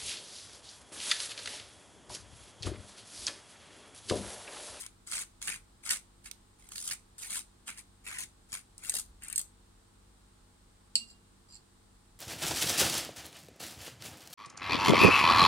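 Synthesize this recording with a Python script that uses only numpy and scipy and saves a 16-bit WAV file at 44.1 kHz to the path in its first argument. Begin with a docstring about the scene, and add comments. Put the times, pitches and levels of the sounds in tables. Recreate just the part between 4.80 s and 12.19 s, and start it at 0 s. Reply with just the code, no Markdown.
"""A table knife scrapes butter over crisp toast held in the hand, in a small kitchen.
Each stroke breaks a stream of tiny crumbs, which crackle, rasp through the slice and make the blade ring.
The blade ticks as it is wiped on the crust, and the hand shifts its grip with a faint rumble.
Then the knife clinks on a china plate and slides on it twice. Soft air noise and the faint hum
of an appliance lie under it all."""
import sys
import numpy as np
from scipy import signal
from scipy.fft import rfft, irfft
from scipy.io import wavfile
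from scipy.ndimage import uniform_filter1d, map_coordinates

SR = 44100
rng = np.random.default_rng(int(sys.argv[2]) if len(sys.argv) > 2 else 0)


def transcribe(u):
    """Save the signal u as a 16-bit wav file named by the first command-line argument.

    u: samples, shape (n,) or (channels, n), limited to [-1, 1]; the rate is SR.
    q: integer samples, one column per channel.
    """
    v = np.clip(np.atleast_2d(u).T, -1, 1)
    q = np.round(v * 32767).astype(np.int16)
    wavfile.write(sys.argv[1], SR, q)


N = 325899
TIME = np.arange(N) / SR

# the tone of the kitchen air (frequency [Hz], relative level [dB])
AIR_TONE = [(10, -24), (35, 4), (65, -2), (130, -9), (280, -12), (580, -20.5), (1100, -17.5), (2400, -27.5),
            (4000, -24), (6300, -29.5), (8100, -22.5), (9300, -24), (10100, -33.5), (15500, -41)]
# how alike the air sounds in both ears (frequency [Hz], likeness [0-1])
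AIR_LIKENESS = [(60, 0.92), (130, 1), (290, 0.024), (640, 0), (15000, 0.045)]
# the steady notes of the appliance (frequency [Hz], level [dB])
HUM_NOTES = [(48.4, -69.5), (96.9, -71.5), (145.3, -82.5), (193.8, -74.5), (247.6, -78.5), (296.1, -101),
             (344.5, -80), (452.2, -83.5), (834.4, -85)]
# the hand shifts its grip (time [s], rise [s], fall [s], level [dB])
GRIP_SHIFTS = [(4.18, .1, 0.44, -55)]
# the knife slides on the plate, growing louder (time [s], length [s], relative level [dB])
PLATE_SLIDES = [(6.275, 0.036, -57), (6.688, 0.074, -56)]
# the knife hits the plate (time [s], relative level [dB])
PLATE_HITS = [(6.155, -10.5)]
# the tone of steel on china, breaking crumbs and the airy slice (frequency [Hz], relative level [dB])
CHINA_TONE = [(100, -38.5), (230, -15.5), (480, -48.5), (750, -20), (1200, -44), (2600, -13.5), (3700, -20),
              (4200, -1), (5000, 1), (5600, -13), (6900, -22.5), (7300, 6.5), (8500, -10), (11500, -20.5),
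              (15500, -37.5)]
CRUMB_TONE = [(1500, -24), (3200, -11), (4400, -6), (5700, -9), (6600, -2.5), (7600, -4), (8400, 2),
              (10100, -1.5), (11000, -13), (12100, -14.5), (12800, -13), (13900, -24.5), (15400, -19),
              (16200, -27)]
SLICE_TONE = [(150, -29), (400, -14), (650, -18), (1000, -10.5), (1500, -1.5), (1800, -1), (2230, 6.5),
              (2750, 0), (4000, -19.5), (8000, -62)]
# the notes that plate and blade ring with (frequency [Hz], relative level [dB], time to fade 60 dB [s])
PLATE_NOTES = [(232.4, -30, 0.52), (696, -36.5, 0.096), (2800, -19.5, 0.39), (4450, -3, 0.094),
               (4600, -15, 0.078), (4700, -16.5, 0.089), (5050, -7.5, 0.054), (5120, -18.5, 0.12),
               (5980, -9.5, 0.074), (7300, -21, .08), (7660, -20.5, .1), (8400, -14.5, 0.13),
               (10400, -15, 0.12)]
BLADE_NOTES = [(2090, -43, 0.023), (4470, -23.5, 0.05), (6590, -11, 0.034), (7240, -11.5, 0.022),
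               (7780, -16, 0.042), (7950, -11, 0.032), (8290, 1, 0.021), (8970, -6.5, 0.024),
               (9250, -33, .05), (10200, -6.5, 0.012), (12870, -4, 0.0047)]
# the thick crust caves in (time [s], relative level [dB])
CRUST_BREAKS = [(4.092, -41.5), (4.126, -49), (4.139, -36), (4.156, -34), (4.582, -57)]
# the blade catches on the crust and springs free (time [s], relative level [dB])
BLADE_CATCHES = [(4.0954, -23), (4.4355, -40.5), (4.447, -45), (4.483, -36.5), (4.5, -37), (4.5265, -33.5),
                 (4.559, -25), (4.579, -21.5), (4.5923, -28), (4.6137, -35.5)]
# larger crumbs snap (time [s], relative level [dB])
CRUMB_SNAPS = [(0.032, -36), (0.064, -27.5), (0.2733, -35.5), (0.315, -27), (0.617, -29.5), (0.626, -25),
               (0.6746, -22.5), (1.0925, -19.5), (1.1088, -15), (1.1224, -28), (1.149, -35), (1.4654, -46),
               (1.513, -26.5), (1.8896, -35.5), (1.957, -29.5), (1.9807, -24), (2.1113, -18), (2.1352, -28),
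               (2.382, -36), (2.505, -30), (2.5755, -25), (2.8795, -32.5), (2.9034, -29), (2.975, -35.5),
               (3.72, -33), (3.7315, -31), (3.98, -34), (4.0427, -40), (4.0953, -22), (4.14, -21),
               (4.165, -31), (4.1868, -32)]
# the blade lands, glides lightly, presses down, eases off and lifts; levels are relative
# (time [s], glide [s], press [s], gliding crumbs [dB], gliding rasp [dB], pressed crumbs [dB],
#  pressed rasp [dB], drop while easing off [dB], high sparkle compared with the crumbs [dB])
KNIFE_STROKES = [ (0.0, 0.015, 0.039, -45.5, -59.5, -53, -55, 6.5, -28),
                 (0.271, 0.042, 0.1, -50.5, -60, -37.5, -46.5, 5.5, -24),
                 (0.618, 0.047, 0.085, -47.5, -57, -38, -40.5, 12.5, -26),
                 (1.034, 0.0099, .006, -57, -62.5, -47, -69, 15, -20),
                 (1.058, .038, .064, -45, -49.5, -29.5, -38, 18, -12),
                 (1.44, 0.011, 0.015, -59.5, -71, -48.5, -53.5, 6, -25),
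                 (1.789, 0.12, 0.028, -66.5, -74.5, -46, -58, 12, -15),
                 (1.956, .11, .006, -46, -65, -41, -65, -2, -10),
                 (2.076, 0.027, 0.019, -51, -56, -39, -47, 3.5, -16),
                 (2.385, 0.027, 0.062, -50.5, -65.5, -44.5, -53.5, 6, -10),
                 (2.501, .048, 0.041, -41.5, -52, -37.5, -48, 9, -8),
                 (2.866, 0.0032, 0.032, -55, -64, -41.5, -40.5, 13.5, -22),
                 (2.925, 0.048, 0.02, -64.5, -66, -46.5, -54.5, 10.5, -21),
                 (3.245, .012, 0.1, -58, -62, -48.5, -47.5, 3, -20),
                 (3.382, 0.011, 0.033, -43.5, -51.5, -42.5, -53, 2.5, -16),
                 (3.69, 0.029, 0.069, -63.5, -71, -39.5, -46, 18, -24),
                 (3.982, 0.036, .006, -63.5, -70.5, -59, -56, 7, -14),
                 (4.038, 0.098, 0.054, -48.5, -56.5, -36, -54.5, 5, 1),
                 (4.42, 0.12, 0.055, -58, -57.5, -56, -70, -10, -19), ]
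# where the blade is, as the ears hear it (time [s], left minus right [dB], right ear's delay [s])
BLADE_PLACE = [(.35, 2.5, 0.00012), (1.1, 1.8, .0001), (1.5, -1, 0.000067), (2.05, 0.5, .000062),
               (2.9, 1, 0.000089), (3.35, 3, 0.00015), (3.75, 3, 0.00014), (4.15, 4, 0.000097)]
# how each pitch from the toast leans to one side (frequency [Hz], left minus right [dB])
TOAST_BALANCE = [(300, -2), (650, 3.5), (1000, 7), (1500, -5), (2400, -1), (4500, -2), (6500, -4),
                 (8300, -2.5), (10000, 5), (15000, 3.5)]

AIR_DB, ROOM_FADE_S, CUTOFF_HZ = -64.5, 0.21, 16000
LAND_S, BITE_S, LIFT_S = 0.013, 0.011, 0.049   # the blade meets the toast, sinks in, comes away
GLIDE_SWELL_DB = 1   # pressure builds during the glide
CONTACT_RANGE_DB, GRIP_RANGE_DB = 37.5, 15   # from faintest to full, for blade and hand
SLIDE_SWELL_DB, SLIDE_START_S, SLIDE_STOP_S = 10, .01, .05


def from_db(db):
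    """Turn decibels into a number to multiply a sound by."""
    return 10 ** (np.asarray(db) / 20)


def rms_one(x):
    """Scale a signal so that its average strength (rms) is 1."""
    return x / np.sqrt(np.mean(x ** 2) + 1e-20)


def at_hz(points, hz):
    """Read between the rows of a frequency table, giving every octave equal room."""
    known_hz, values = np.transpose(points)
    return np.interp(np.log(np.maximum(hz, 1)), np.log(known_hz), values)


def drift(per_s):
    """A random wobble of strength 1 that takes a new course `per_s` times a second."""
    return rms_one(np.interp(TIME * per_s, np.arange(N), rng.standard_normal(N)))


def envelope(start_s, lengths_s, levels_db):
    """A volume curve that moves from level to level in stages, silent before and after."""
    corners_s = start_s + np.cumsum([0, *np.abs(lengths_s)])
    return from_db(np.interp(TIME, corners_s, levels_db, left=-np.inf, right=-np.inf))


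def fade(fade_s):
    """A curve that dies away by 60 dB in `fade_s` seconds."""
    return from_db(-60 * np.arange(int(fade_s * SR)) / (fade_s * SR))


def clicks_at(events):
    """One click for each (time [s], level [dB]) row."""
    out = np.zeros(N)
    for time_s, level_db in events:
        out[round(time_s * SR)] += from_db(level_db)
    return out


def band(x, low_hz, high_hz):
    """Keep the sound between two frequencies."""
    return signal.sosfilt(signal.butter(2, [low_hz, high_hz], "band", fs=SR, output="sos"), x)


def convolve(x, response):
    """Pass a sound through something that answers a single click with `response`."""
    return signal.oaconvolve(x, response)[:N]


def response_of(tone, size=2048):
    """The quickest answer to a click that has the given tone (a minimum-phase filter)."""
    cepstrum = irfft(np.log(from_db(at_hz(tone, np.fft.rfftfreq(size, 1 / SR)))))
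    cepstrum[1:size // 2] *= 2
    cepstrum[size // 2 + 1:] = 0   # nothing sounds before the click
    return irfft(np.exp(rfft(cepstrum)))


def colour(x, tone):
    """Give a sound a tone; white noise would keep its strength."""
    response = response_of(tone)
    return convolve(x, response / np.linalg.norm(response))


def ring(x, notes):
    """Set an object's fading notes ringing; neighbouring notes swing opposite ways."""
    out = np.zeros(N)
    for k, (hz, level_db, fade_s) in enumerate(notes):
        decay = np.exp(-np.log(1000) / (fade_s * SR))
        angle = 2 * np.pi * hz / SR
        note = signal.lfilter([0, np.sin(angle)], [1, -2 * decay * np.cos(angle), decay ** 2], x + 1e-18)
        out += (-1) ** k * from_db(level_db) * note
    return out


def crunch(clicks, fade_s):
    """Turn each click into a short, fading burst of tiny contacts."""
    return convolve(clicks, fade(fade_s)) * rng.choice([-1, 1], N)


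def tiny_cracks(per_s, spread_db, clump_db):
    """Random clicks that come in clumps, a few large among many small, at a steady overall strength."""
    sizes = from_db(spread_db * np.minimum(rng.exponential(1, N), 4) + clump_db * drift(350))
    clicks = sizes * (rng.random(N) < per_s / SR) * rng.choice([-1, 1], N)
    return clicks / np.sqrt(uniform_filter1d(clicks ** 2, size=700) + 1e-9)   # the hand presses evenly


def echoes(x, level_db, fade_s, delay_s):
    """A blur of echoes that die away, a little duller than the sound itself."""
    decay = fade(fade_s)
    dull_noise = signal.lfilter([1, .45], [1], rng.standard_normal(SR))
    tail = dull_noise[:len(decay)] * decay
    response = np.pad(tail / np.linalg.norm(tail), (int(delay_s * SR), 0))
    return from_db(level_db) * convolve(x, response)


def kitchen(x, right_lag_s, early_db, early_fade_s, room_db, spot_count=4):
    """Each ear hears the sound itself, quick echoes off table and hands, and then the room."""
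    spots = np.array([drift(60) for _ in range(spot_count)])   # echoes shift with the point of contact
    spots = spots / np.linalg.norm(spots, axis=0)
    delayed = map_coordinates(x, [(TIME - right_lag_s) * SR], order=5)
    ears = []
    for direct in (x, delayed):
        early = sum(echoes(x * share, early_db, early_fade_s, delay_s=.0003) for share in spots)
        ears.append(direct + early + echoes(x, room_db, ROOM_FADE_S, delay_s=.005))
    return np.array(ears)


def room_air():
    """Soft air noise whose low notes are alike in both ears."""
    hz = np.fft.rfftfreq(N, 1 / SR)
    alike = np.clip(at_hz(AIR_LIKENESS, hz), -1, 1)
    shared, side = rfft(rng.standard_normal((2, N))) * from_db(at_hz(AIR_TONE, hz))
    side = side * np.sqrt((1 - alike) / (1 + alike + 1e-6))
    air = irfft(np.array([shared + side, shared - side]), N)
    return from_db(AIR_DB) * air / np.std(irfft(shared, N))


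def appliance_hum():
    """An appliance hums with a few low, slightly wavering notes."""
    return sum(np.sqrt(2) * from_db(level_db) * np.sin(2 * np.pi * hz * TIME + 0.55 * drift(4))
               for hz, level_db in HUM_NOTES)


def grip_rumble():
    """The shifting hand makes a faint, deep rumble."""
    volume = sum(envelope(time_s, [rise_s, fall_s], [db - GRIP_RANGE_DB, db, db - GRIP_RANGE_DB])
                 for time_s, rise_s, fall_s, db in GRIP_SHIFTS)
    return rms_one(band(rng.standard_normal(N), 29, 67)) * volume


def plate_slides():
    """The buttered edge rubs softly over the plate's glaze, growing louder until it stops."""
    friction = tiny_cracks(per_s=3800, spread_db=5.5, clump_db=2.0)
    rub = rms_one(colour(friction, CHINA_TONE)) + from_db(-8) * rms_one(ring(friction, PLATE_NOTES))
    volume = np.zeros(N)
    for time_s, length_s, db in PLATE_SLIDES:
        levels_db = [db - CONTACT_RANGE_DB, db - SLIDE_SWELL_DB, db, db - CONTACT_RANGE_DB]
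        volume += envelope(time_s - SLIDE_START_S, [SLIDE_START_S, length_s, SLIDE_STOP_S], levels_db)
    return rub * volume


def plate_clink():
    """Steel hits china with a hard crack; the plate rings, muffled by butter and tablecloth."""
    clicks = clicks_at(PLATE_HITS)
    crack = colour(crunch(clicks, fade_s=0.0066), CHINA_TONE)
    return crack + from_db(-16.5) * ring(clicks, PLATE_NOTES)


def crust_crunch():
    """The thick crust caves in with a low crunch."""
    return band(crunch(clicks_at(CRUST_BREAKS), fade_s=0.023), 366, 960)


def blade_ticks():
    """The blade springs off the crust with a short rasp and a brief ring of steel."""
    clicks = clicks_at(BLADE_CATCHES)
    rasp = colour(crunch(clicks, fade_s=0.015), CRUMB_TONE)
    return ring(clicks, BLADE_NOTES) + from_db(-5.5) * rasp


def stroke(time_s, glide_s, press_s, glide_db, press_db, easing_db):
    """The volume of one stroke: the blade lands, glides, bites in, eases off and lifts."""
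    first_db, last_db = glide_db - GLIDE_SWELL_DB / 2, press_db - easing_db
    levels_db = [first_db - CONTACT_RANGE_DB, first_db, first_db + GLIDE_SWELL_DB,
                 press_db, last_db, last_db - CONTACT_RANGE_DB]
    return envelope(time_s - LAND_S, [LAND_S, glide_s, BITE_S, press_s, LIFT_S], levels_db)


def spreading():
    """Breaking crumbs crackle, sound through the airy slice and set the blade ringing."""
    crumb_volume, sparkle_volume, pressure = np.zeros((3, N))
    for (time_s, glide_s, press_s, crumb_glide_db, rasp_glide_db,
         crumb_press_db, rasp_press_db, easing_db, sparkle_db) in KNIFE_STROKES:
        volume = stroke(time_s, glide_s, press_s, crumb_glide_db, crumb_press_db, easing_db)
        crumb_volume += volume
        sparkle_volume += from_db(sparkle_db) * volume
        pressure += stroke(time_s, glide_s, press_s, rasp_glide_db, rasp_press_db, easing_db)
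    breaks = tiny_cracks(per_s=6500, spread_db=3.0, clump_db=3.5)   # clumps: the blade crosses holes
    snaps = crunch(clicks_at(CRUMB_SNAPS), fade_s=0.0021)
    cracks = breaks * crumb_volume + snaps
    crackle = colour(cracks, CRUMB_TONE) + from_db(-39) * ring(cracks, BLADE_NOTES)
    sparkle = band(breaks * sparkle_volume + from_db(-22) * snaps, 11900, 13200)
    rasp = colour(breaks * pressure + from_db(-15) * snaps, SLICE_TONE)
    # the slice shudders in the hand; the soft palm keeps this from growing much with pressure
    shudder = from_db(-45.5) * pressure ** 0.5 * rms_one(band(breaks, 101, 324))
    return crackle + sparkle + rasp + shudder


def scene():
    """Mix the toast held close by, the plate on the table below and the quiet kitchen, in stereo."""
    times_s, leans_db, lags_s = np.transpose(BLADE_PLACE)
    toast = kitchen(spreading() + blade_ticks() + crust_crunch(), np.interp(TIME, times_s, lags_s),
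                    early_db=-1.0, early_fade_s=0.015, room_db=-10.5)
    for ear, share in enumerate((.5, -.5)):   # left, right
        ear_tone = [(hz, share * db) for hz, db in TOAST_BALANCE]
        toast[ear] = convolve(toast[ear], response_of(ear_tone))
    # every crumb throws its sound in a direction of its own
    lean_db = np.interp(TIME, times_s, leans_db) + 4.4 * drift(500)
    toast *= from_db([lean_db / 2, -lean_db / 2])
    plate = kitchen(plate_clink() + plate_slides(), right_lag_s=0.00015,
                    early_db=-2.0, early_fade_s=0.022, room_db=-8.0)
    plate *= from_db([[-1.3], [1.3]])   # a little louder on the right
    return toast + plate + grip_rumble() + room_air() + appliance_hum()


def record(dry):
    """Cut away the very highest treble steeply."""
    return signal.sosfilt(signal.ellip(10, .1, 80, CUTOFF_HZ, fs=SR, output="sos"), dry)


dry = scene()
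out = record(dry)
transcribe(out)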